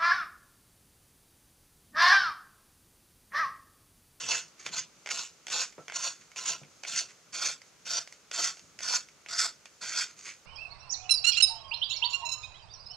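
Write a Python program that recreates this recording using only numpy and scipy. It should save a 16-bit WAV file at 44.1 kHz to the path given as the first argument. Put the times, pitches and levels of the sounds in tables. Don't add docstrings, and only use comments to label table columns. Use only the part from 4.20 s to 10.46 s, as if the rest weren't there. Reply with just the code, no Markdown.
import sys
import numpy as np
from scipy import signal
from scipy.fft import rfft, irfft
from scipy.io import wavfile
from scipy.ndimage import map_coordinates

SR = 44100
rng = np.random.default_rng(int(sys.argv[2]) if len(sys.argv) > 2 else 0)


def waveform_to_disk(signal):
    frames = np.transpose(np.atleast_2d(signal))
    scaled = np.clip(frames, -1, 1) * 32767
    samples = np.round(scaled).astype(np.int16)
    wavfile.write(sys.argv[1], SR, samples)


N = 275889
TIME, HZ = np.arange(N) / SR, np.fft.rfftfreq(4096, 1 / SR)


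def amp(db):
    return 10 ** (np.asarray(db) / 20)


def unit_rms(x):
    return x / np.sqrt(np.mean(x ** 2) + 1e-20)


def curve(points, hz, column=1):
    table = np.array(points, float)
    return np.interp(np.log(hz + 1), np.log(table[:, 0] + 1), table[:, column])


def add(mix, start_s, sound):
    part = mix[max(round(start_s * SR), 0):][:len(sound)]
    part += sound[:len(part)]


def wander(x, step):
    knots = rng.standard_normal(len(x))
    return unit_rms(map_coordinates(knots, [x / abs(step)], order=1, mode="wrap"))


def patches(hz, t, step_hz, step_s):
    return unit_rms(sum(np.outer(wander(hz, step_hz), wander(t, step_s)) for _ in range(6)))


def bell(centre_hz, width_hz):
    return 1 / (1 + (2 * (HZ - centre_hz) / width_hz) ** 2)


def colour(x, eq_db):
    log_gain = np.log(amp(np.r_[eq_db, eq_db[-2:0:-1]]))
    response = np.fft.ifft(np.exp(np.conj(signal.hilbert(log_gain)))).real
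    return signal.oaconvolve(x, response)[:N]


def crossover(x, split_hz=3800):
    low = signal.sosfiltfilt(signal.butter(6, split_hz, fs=SR, output="sos"), x)
    return low, x - low


def rebalance(sound, hollow_db):
    low, high = crossover(sound)
    return unit_rms(high) + unit_rms(low) * amp(hollow_db)


def envelope(t, attack_s, hold_s, fall_db_per_s):
    return np.clip(t / attack_s, 0, 1) * amp(-fall_db_per_s * np.maximum(t - hold_s, 0))


def span(start_s, hold_s, fall_db_per_s):
    end_s = start_s + hold_s + 45 / fall_db_per_s
    return slice(max(round(start_s * SR), 0), min(round(end_s * SR), N))


def fibres(per_s, spread_db, clump_db, clump_s, smooth):
    size = amp(spread_db * np.minimum(rng.exponential(1, N), 4))
    snaps = size * rng.choice([-1, 1], N) * (rng.random(N) < per_s / SR)
    texture = unit_rms(snaps) + smooth * rng.standard_normal(N)
    return unit_rms(texture * amp(clump_db * wander(TIME, clump_s)))


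def tearing_wood(splinter_db=0.35, grain_db=1.42, strength=2.23):
    low, high = crossover(fibres(per_s=2500, spread_db=3.5, clump_db=2.5, clump_s=0.002, smooth=0.29))
    splinters = high * amp(splinter_db * wander(TIME, 0.0042))
    hz, t, spectrum = signal.stft(low + splinters, SR, nperseg=256)
    grain = amp(grain_db * patches(hz, t, step_hz=420, step_s=0.03))
    tear = signal.istft(spectrum * grain, SR, nperseg=256)[1]
    return np.tanh(unit_rms(tear) / strength)


# freq_hz, level_db
RASP_EQ = [(60, -32), (150, -29), (300, -19), (600, -14.5), (1200, -6), (1800, -6.5), (2500, -9),
           (3050, -7), (4000, -5), (4400, -1.5), (7000, -0.5), (8200, -12), (10000, -25), (12300, -30),
           (13500, -41), (15500, -50)]
# centre_hz, width_hz, first_grip_db, second_grip_db
BOX_MODES = [(500.5, 63, 9, 5.5), (678.5, 38, 14.5, 10), (814, 290, -0.5, -0.5), (1045, 220, 7.5, 0.5),
             (1178, 28.6, -32, -26), (1431, 364, 7, 11), (2047, 24, 10, 10.5), (2192, 65, 7, 5.5),
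             (2431, 78, 8.5, 8.5), (2655, 192, 14, 7.5), (2886, 84, 9.5, 0), (2920, 390, 1, -2.5),
             (3450, 660, 5, 3.5), (3940, 230, -2, -17.5), (4200, 1200, 1, 5), (5100, 59, -8, -14),
             (5800, 210, 2, 2), (6620, 510, 3.5, -2), (7300, 300, -2.5, 0)]
# start_s, end_s
GRIP_FADE = (2.36, 3.34)

def shavings_box_db(time_s):
    grip = np.interp(time_s, GRIP_FADE, [0, 1])
    lifts = [(first + grip * (second - first)) * bell(hz, width) for hz, width, first, second in BOX_MODES]
    return curve(RASP_EQ, HZ) + sum(lifts)


# start_s, scrape_s, cut_s, scrape_db, cut_db, hollow_db, fall_db_per_s, cup_hz
WRIST_TURNS = [(-0.016, 0.095, 0.1, -40, -31, -4.5, 317, 1500),
               (0.514, 0.041, .022, -36, -33, -5, 292, 3050),
               (0.895, .082, 0.037, -35, -33.5, -7, 274, 2060),
               (1.297, 0.023, 0.11, -34, -30, -6.5, 334, 1580),
               (1.729, 0.099, 0.048, -37.5, -31.5, -7, 297, 2300),
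               (2.154, 0.1, 0.074, -40.5, -34, -5.5, 290, 660),
               (2.661, 0.09, 0.049, -36, -30.5, -7.5, 320, 605),
               (3.123, 0.089, 0.088, -36.5, -31, -6, 327, 1200),
               (3.649, 0.048, 0.091, -37.5, -30.5, -8, 374, 3380),
               (4.123, 0.059, 0.092, -34, -28.5, -6.5, 312, 1290),
               (4.613, 0.062, 0.09, -36, -27.5, -7.5, 360, 2400),
               (5.081, 0.1, 0.073, -37.5, -27, -7.5, 340, 1350),
               (5.606, .15, 0.068, -38, -33, -4.5, 282, 2260)]

def blade(trim_db=-1, attack_s=0.022, stall_s=0.022, bite_s=0.011, sag_db_per_s=15, flutter_db=0.8):
    tear, out = tearing_wood(), np.zeros(N)
    for start_s, scrape_s, cut_s, scrape_db, cut_db, hollow_db, fall, cup_hz in WRIST_TURNS:
        part = span(start_s, scrape_s + cut_s, fall)
        t = TIME[part] - start_s
        cup_db = 3 * bell(cup_hz, 0.38 * cup_hz)
        fingers_db = 2.43 * wander(HZ, 70)
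        rasp = colour(tear[part], shavings_box_db(start_s) + cup_db + fingers_db)[:len(t)]
        since_bite = t - scrape_s
        depth = np.clip(since_bite / bite_s, 0, 1)
        stall_db = -0.5 * np.clip(1 + since_bite / stall_s, 0, 1)
        sag_db = sag_db_per_s * np.clip(since_bite, 0, cut_s)
        force_db = (1 - depth) * (scrape_db - cut_db + stall_db) - sag_db
        rasp = rebalance(rasp, hollow_db - 0.17 * force_db)
        add(out, start_s, rasp * amp(cut_db + force_db) * envelope(t, attack_s, scrape_s + cut_s, fall))
    return out * amp(trim_db + flutter_db * wander(TIME, 0.013))


# freq_hz, level_db
FRICTION_EQ = [(100, -45), (400, -11.5), (700, -39), (1100, -10.5), (1700, -11), (2100, -5.5), (2600, -8.5),
               (2950, -12), (3900, -9.5), (4400, 0), (5600, 1), (6500, 8.5), (7500, -1.5), (10000, -16),
               (14000, -43)]

def plastic_friction(texture):
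    return colour(texture, curve(FRICTION_EQ, HZ))


# freq_hz, level_db
HAND_EQ = [(30, -27), (75, -8), (110, -4.5), (160, 1), (300, -8.5), (600, -11), (1500, -57), (4000, -60)]
# start_s, length_s, rumble_db
FINGER_SHIFTS = [(0.02, 0.032, -50), (0.45, 0.071, -56.5), (2.25, .1, -57), (3.26, 0.032, -64),
                 (4.41, 0.035, -60.5)]

def hands(rumble_trim_db=-4, rest_db=-68.5, twist_db=-65.5, skin_db=-66.5):
    twists = [(start_s, scrape_s + cut_s, twist_db) for start_s, scrape_s, cut_s, *_ in WRIST_TURNS]
    power = amp(rest_db) ** 2
    for start_s, length_s, db in FINGER_SHIFTS + twists:
        power += (amp(db) * envelope(TIME - start_s, 0.013, length_s, fall_db_per_s=76)) ** 2
    rumble = unit_rms(colour(rng.standard_normal(N), curve(HAND_EQ, HZ))) * np.sqrt(power)
    lumps_db = 2 * wander(TIME, 0.056)
    skin = plastic_friction(rng.standard_normal(N)) * amp(4 * wander(TIME, 0.089))
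    return rumble * amp(rumble_trim_db + lumps_db) + amp(skin_db) * unit_rms(skin)


# freq_hz, level_db
AIR_EQ = [(15, -28), (25, -23), (49, -1), (144, -11), (274, -2), (421, 0), (895, -4.5), (1380, 0),
          (1750, -5), (2230, -3.5), (3930, -6.5), (6550, -2.5), (8350, -11.5), (12200, -19), (15500, -25)]
# freq_hz, likeness_ratio
AIR_LIKENESS = [(60, 0.37), (180, 0.2), (550, 0.65), (1650, 0.6), (4970, 0.36), (15000, 0.15)]

def air(level_db=-61.2):
    left, independent = rfft(rng.standard_normal((2, N)))
    hz = np.fft.rfftfreq(N, 1 / SR)
    likeness = np.clip(curve(AIR_LIKENESS, hz), 0, 1)
    right = likeness * left + np.sqrt(1 - likeness ** 2) * independent
    pair = np.array([left, right]) * amp(curve(AIR_EQ, hz))
    return amp(level_db) * unit_rms(irfft(pair, N))


# start_s, force_db, length_s, chatter_hz
PENCIL_SNAGS = [(0.109, 6.5, 0.033, 2470), (0.139, 2.5, 0.018, 1450), (0.581, 6.5, 0.02, 6840),
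                (0.902, 11.5, 0.017, 2140), (1.404, 3, 0.021, 6950), (1.756, 7, 0.016, 6000),
                (2.257, 4, 0.0078, 7000), (2.278, 5.5, 0.032, 6820), (2.754, 1.5, 0.015, 5940),
                (2.788, 3, 0.011, 4800), (3.248, 2, 0.02, 5860), (4.236, 4, 0.02, 5470),
                (4.746, 4.5, 0.023, 5600), (5.179, 7, 0.012, 5250), (5.771, 5, 0.058, 4720),
                (6.056, 4.5, 0.1, 2280)]

def snags(rasp, broad_gain=0.57, chatter_gain=2.65, width_hz=520):
    out = rasp.copy()
    for start_s, force_db, length_s, chatter_hz in PENCIL_SNAGS:
        part = rasp[round(start_s * SR):round((start_s + 3 * length_s) * SR)]
        t = np.arange(len(part)) / SR
        catch = (1 - np.exp(-t / 0.001)) * np.exp(-(t / length_s) ** 4)
        chatter = signal.lfilter(*signal.iirpeak(chatter_hz, chatter_hz / width_hz, fs=SR), part)
        add(out, start_s, (amp(force_db) - 1) * catch * (broad_gain * part + chatter_gain * chatter))
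    return out


# freq_hz, level_db
KNOCK_EQ = [(100, -25), (300, -12), (620, 0), (1200, -6.5), (1480, 3.5), (1750, -0.5), (2150, 3.5),
            (3450, 0), (3980, -5.5), (4500, 2.5), (6700, 2.5), (9000, -13.5), (15000, -35)]
# start_s, knock_count, first_gap_s, level_db, treble_db, pitch_hz
SOCKET_CLICKS = [(0.282, 1, 0, -44, 11, 3520), (0.464, 1, 0, -20.5, -14.5, 3350),
                 (0.861, 3, .0125, -26, -15.5, 2060), (1.269, 3, .014, -27, -9.5, 3400),
                 (1.525, 1, 0, -42, -10, 2250), (1.682, 3, .017, -28, -18.5, 2120),
                 (2.117, 1, 0, -40.5, -13, 2230), (2.161, 2, .007, -30.5, -13, 2580),
                 (2.434, 1, 0, -40.5, -23, 2240), (2.636, 2, .014, -26.5, -14.5, 2250),
                 (3.418, 1, 0, -38, -10, 2100), (3.668, 1, 0, -31, -11, 3570),
                 (3.875, 2, .05, -34.5, -8, 2150), (4.114, 1, 0, -24.5, -12.5, 3380),
                 (4.371, 2, .024, -39, -8, 2690), (4.59, 2, .016, -29, -9.5, 2150),
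                 (4.887, 1, 0, -41, -12, 2210), (5.062, 1, 0, -33, -19, 2500),
                 (5.087, 1, 0, -33, -11, 2240), (5.457, 1, 0, -34.5, -10.5, 2600),
                 (6.082, 2, .03, -39, -22, 2350)]

def clicks(trim_db=-19, treble_lift_db=11, crunch_s=0.0011, rattle_s=0.023, gap_growth=1.35):
    out, t = np.zeros(N), np.arange(2048) / SR
    shelf = np.interp(HZ, [3300, 4300], [0, 1])
    decay = 0.19 * np.exp(-t / crunch_s) + 0.06 * np.exp(-t / rattle_s)
    for start_s, count, gap_s, level_db, treble_db, pitch_hz in SOCKET_CLICKS:
        socket_db = curve(KNOCK_EQ, HZ) + 7 * bell(pitch_hz, 550) + shelf * (treble_db + treble_lift_db)
        for k in range(count):
            blow = rng.standard_normal(len(t)) * decay
            blow[0] += 1
            add(out, start_s, amp(level_db + trim_db) * unit_rms(colour(blow, socket_db)[:len(t)]))
            start_s += gap_s * gap_growth ** k
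    return out


# start_s, length_s, level_db, hollow_db
SOCKET_RUBS = [(0.376, 0.086, -53.5, -3), (0.44, 0.046, -49.5, 0.5), (1.989, 0.022, -59, 1.5),
               (2.88, 0.022, -54, 0), (5.874, 0.022, -50, -4.5), (5.962, 0.086, -51, -6.5),
               (6.038, 0.082, -49.5, -4.5)]

def rubs(trim_db=-1, attack_s=0.021, fall_db_per_s=328):
    grains = fibres(per_s=1100, spread_db=0.5, clump_db=2.5, clump_s=0.004, smooth=1.0)
    friction, out = plastic_friction(grains), np.zeros(N)
    for start_s, length_s, level_db, hollow_db in SOCKET_RUBS:
        part = span(start_s, length_s, fall_db_per_s)
        swell = envelope(TIME[part] - start_s, attack_s, length_s, fall_db_per_s)
        add(out, start_s, rebalance(friction[part], hollow_db) * amp(level_db) * swell)
    return out * amp(trim_db)


# freq_hz, level_db
PAPER_EQ = [(40, -26), (140, 6), (800, 3), (1500, -9), (2500, -11.5), (6000, -44), (15000, -54.5)]
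# centre_hz, width_hz, lift_db
BOOK_MODES = [(146, 26, 7), (523, 210, 7), (760, 70, -3), (1055, 80, -1), (1333, 100, 14.5)]
# start_s, peak_db, tilt_db_per_octave
BOOK_BUMPS = [(1.581, -36.5, 0.5), (2.416, -44.5, -4.5)]

def bumps(brush_gain=0.11, brush_s=0.028):
    out, t = np.zeros(N), np.arange(SR // 4) / SR
    book_db = curve(PAPER_EQ, HZ) + sum(db * bell(hz, width) for hz, width, db in BOOK_MODES)
    octaves = np.log2(np.maximum(HZ, 100) / 500)
    for start_s, peak_db, tilt in BOOK_BUMPS:
        push = brush_gain * rng.standard_normal(len(t)) * np.exp(-t / brush_s)
        push[0] += 1
        thud = colour(push, book_db + tilt * octaves)
        add(out, start_s, amp(peak_db) * thud / abs(thud).max())
    return out


# freq_hz, left_over_right_db, left_lead_rad, likeness_ratio
STEREO_IMAGE = [(101, -0.7, 0.91, 0.99), (613, -0.4, 0.037, 0.92), (1670, -3.5, 0, 0.93),
                (3830, -0.5, 0.04, 1), (4730, -1.7, 0.42, 0.81), (5540, -1, 0.98, 0.74),
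                (6400, -3.5, 0.65, 0.64), (9200, 0, 0.56, 0.29), (13000, -1, 0.04, 0.45)]

def direct_paths(x):
    hz, t, spectrum = signal.stft(x, SR, nperseg=512)
    balance_db, lead, likeness = (curve(STEREO_IMAGE, hz, column)[:, None] for column in (1, 2, 3))
    spread_rad = np.sqrt(-2 * np.log(np.clip(likeness, 0.1, 1)))
    scatter = spread_rad * patches(hz, t, step_hz=180, step_s=0.05)
    pan = amp(balance_db / 2) * np.exp(1j * (lead + scatter) / 2)
    return signal.istft(np.array([spectrum * pan, spectrum / pan]), SR, nperseg=512)[1][:, :N]


def room(x, wet_db=-24, t60_s=0.23, predelay_s=0.004):
    t = np.arange(SR // 3) / SR
    tails = rng.standard_normal((2, len(t))) * amp(-60 * t / t60_s) * (t > predelay_s)
    return amp(wet_db) * np.array([signal.oaconvolve(x, tail / np.linalg.norm(tail))[:N] for tail in tails])


def scene():
    near = snags(blade() + rubs()) + clicks() + bumps() + hands()
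    return direct_paths(near) + room(near) + air()


def record(dry, low_cut_hz=40, high_cut_hz=15700):
    cut = signal.sosfilt(signal.butter(2, low_cut_hz, "high", fs=SR, output="sos"), dry)
    lowpass = signal.firwin(511, high_cut_hz, window=("kaiser", 9), fs=SR)
    return signal.oaconvolve(cut, lowpass[None], "same")


dry = scene()
out = record(dry)
waveform_to_disk(out)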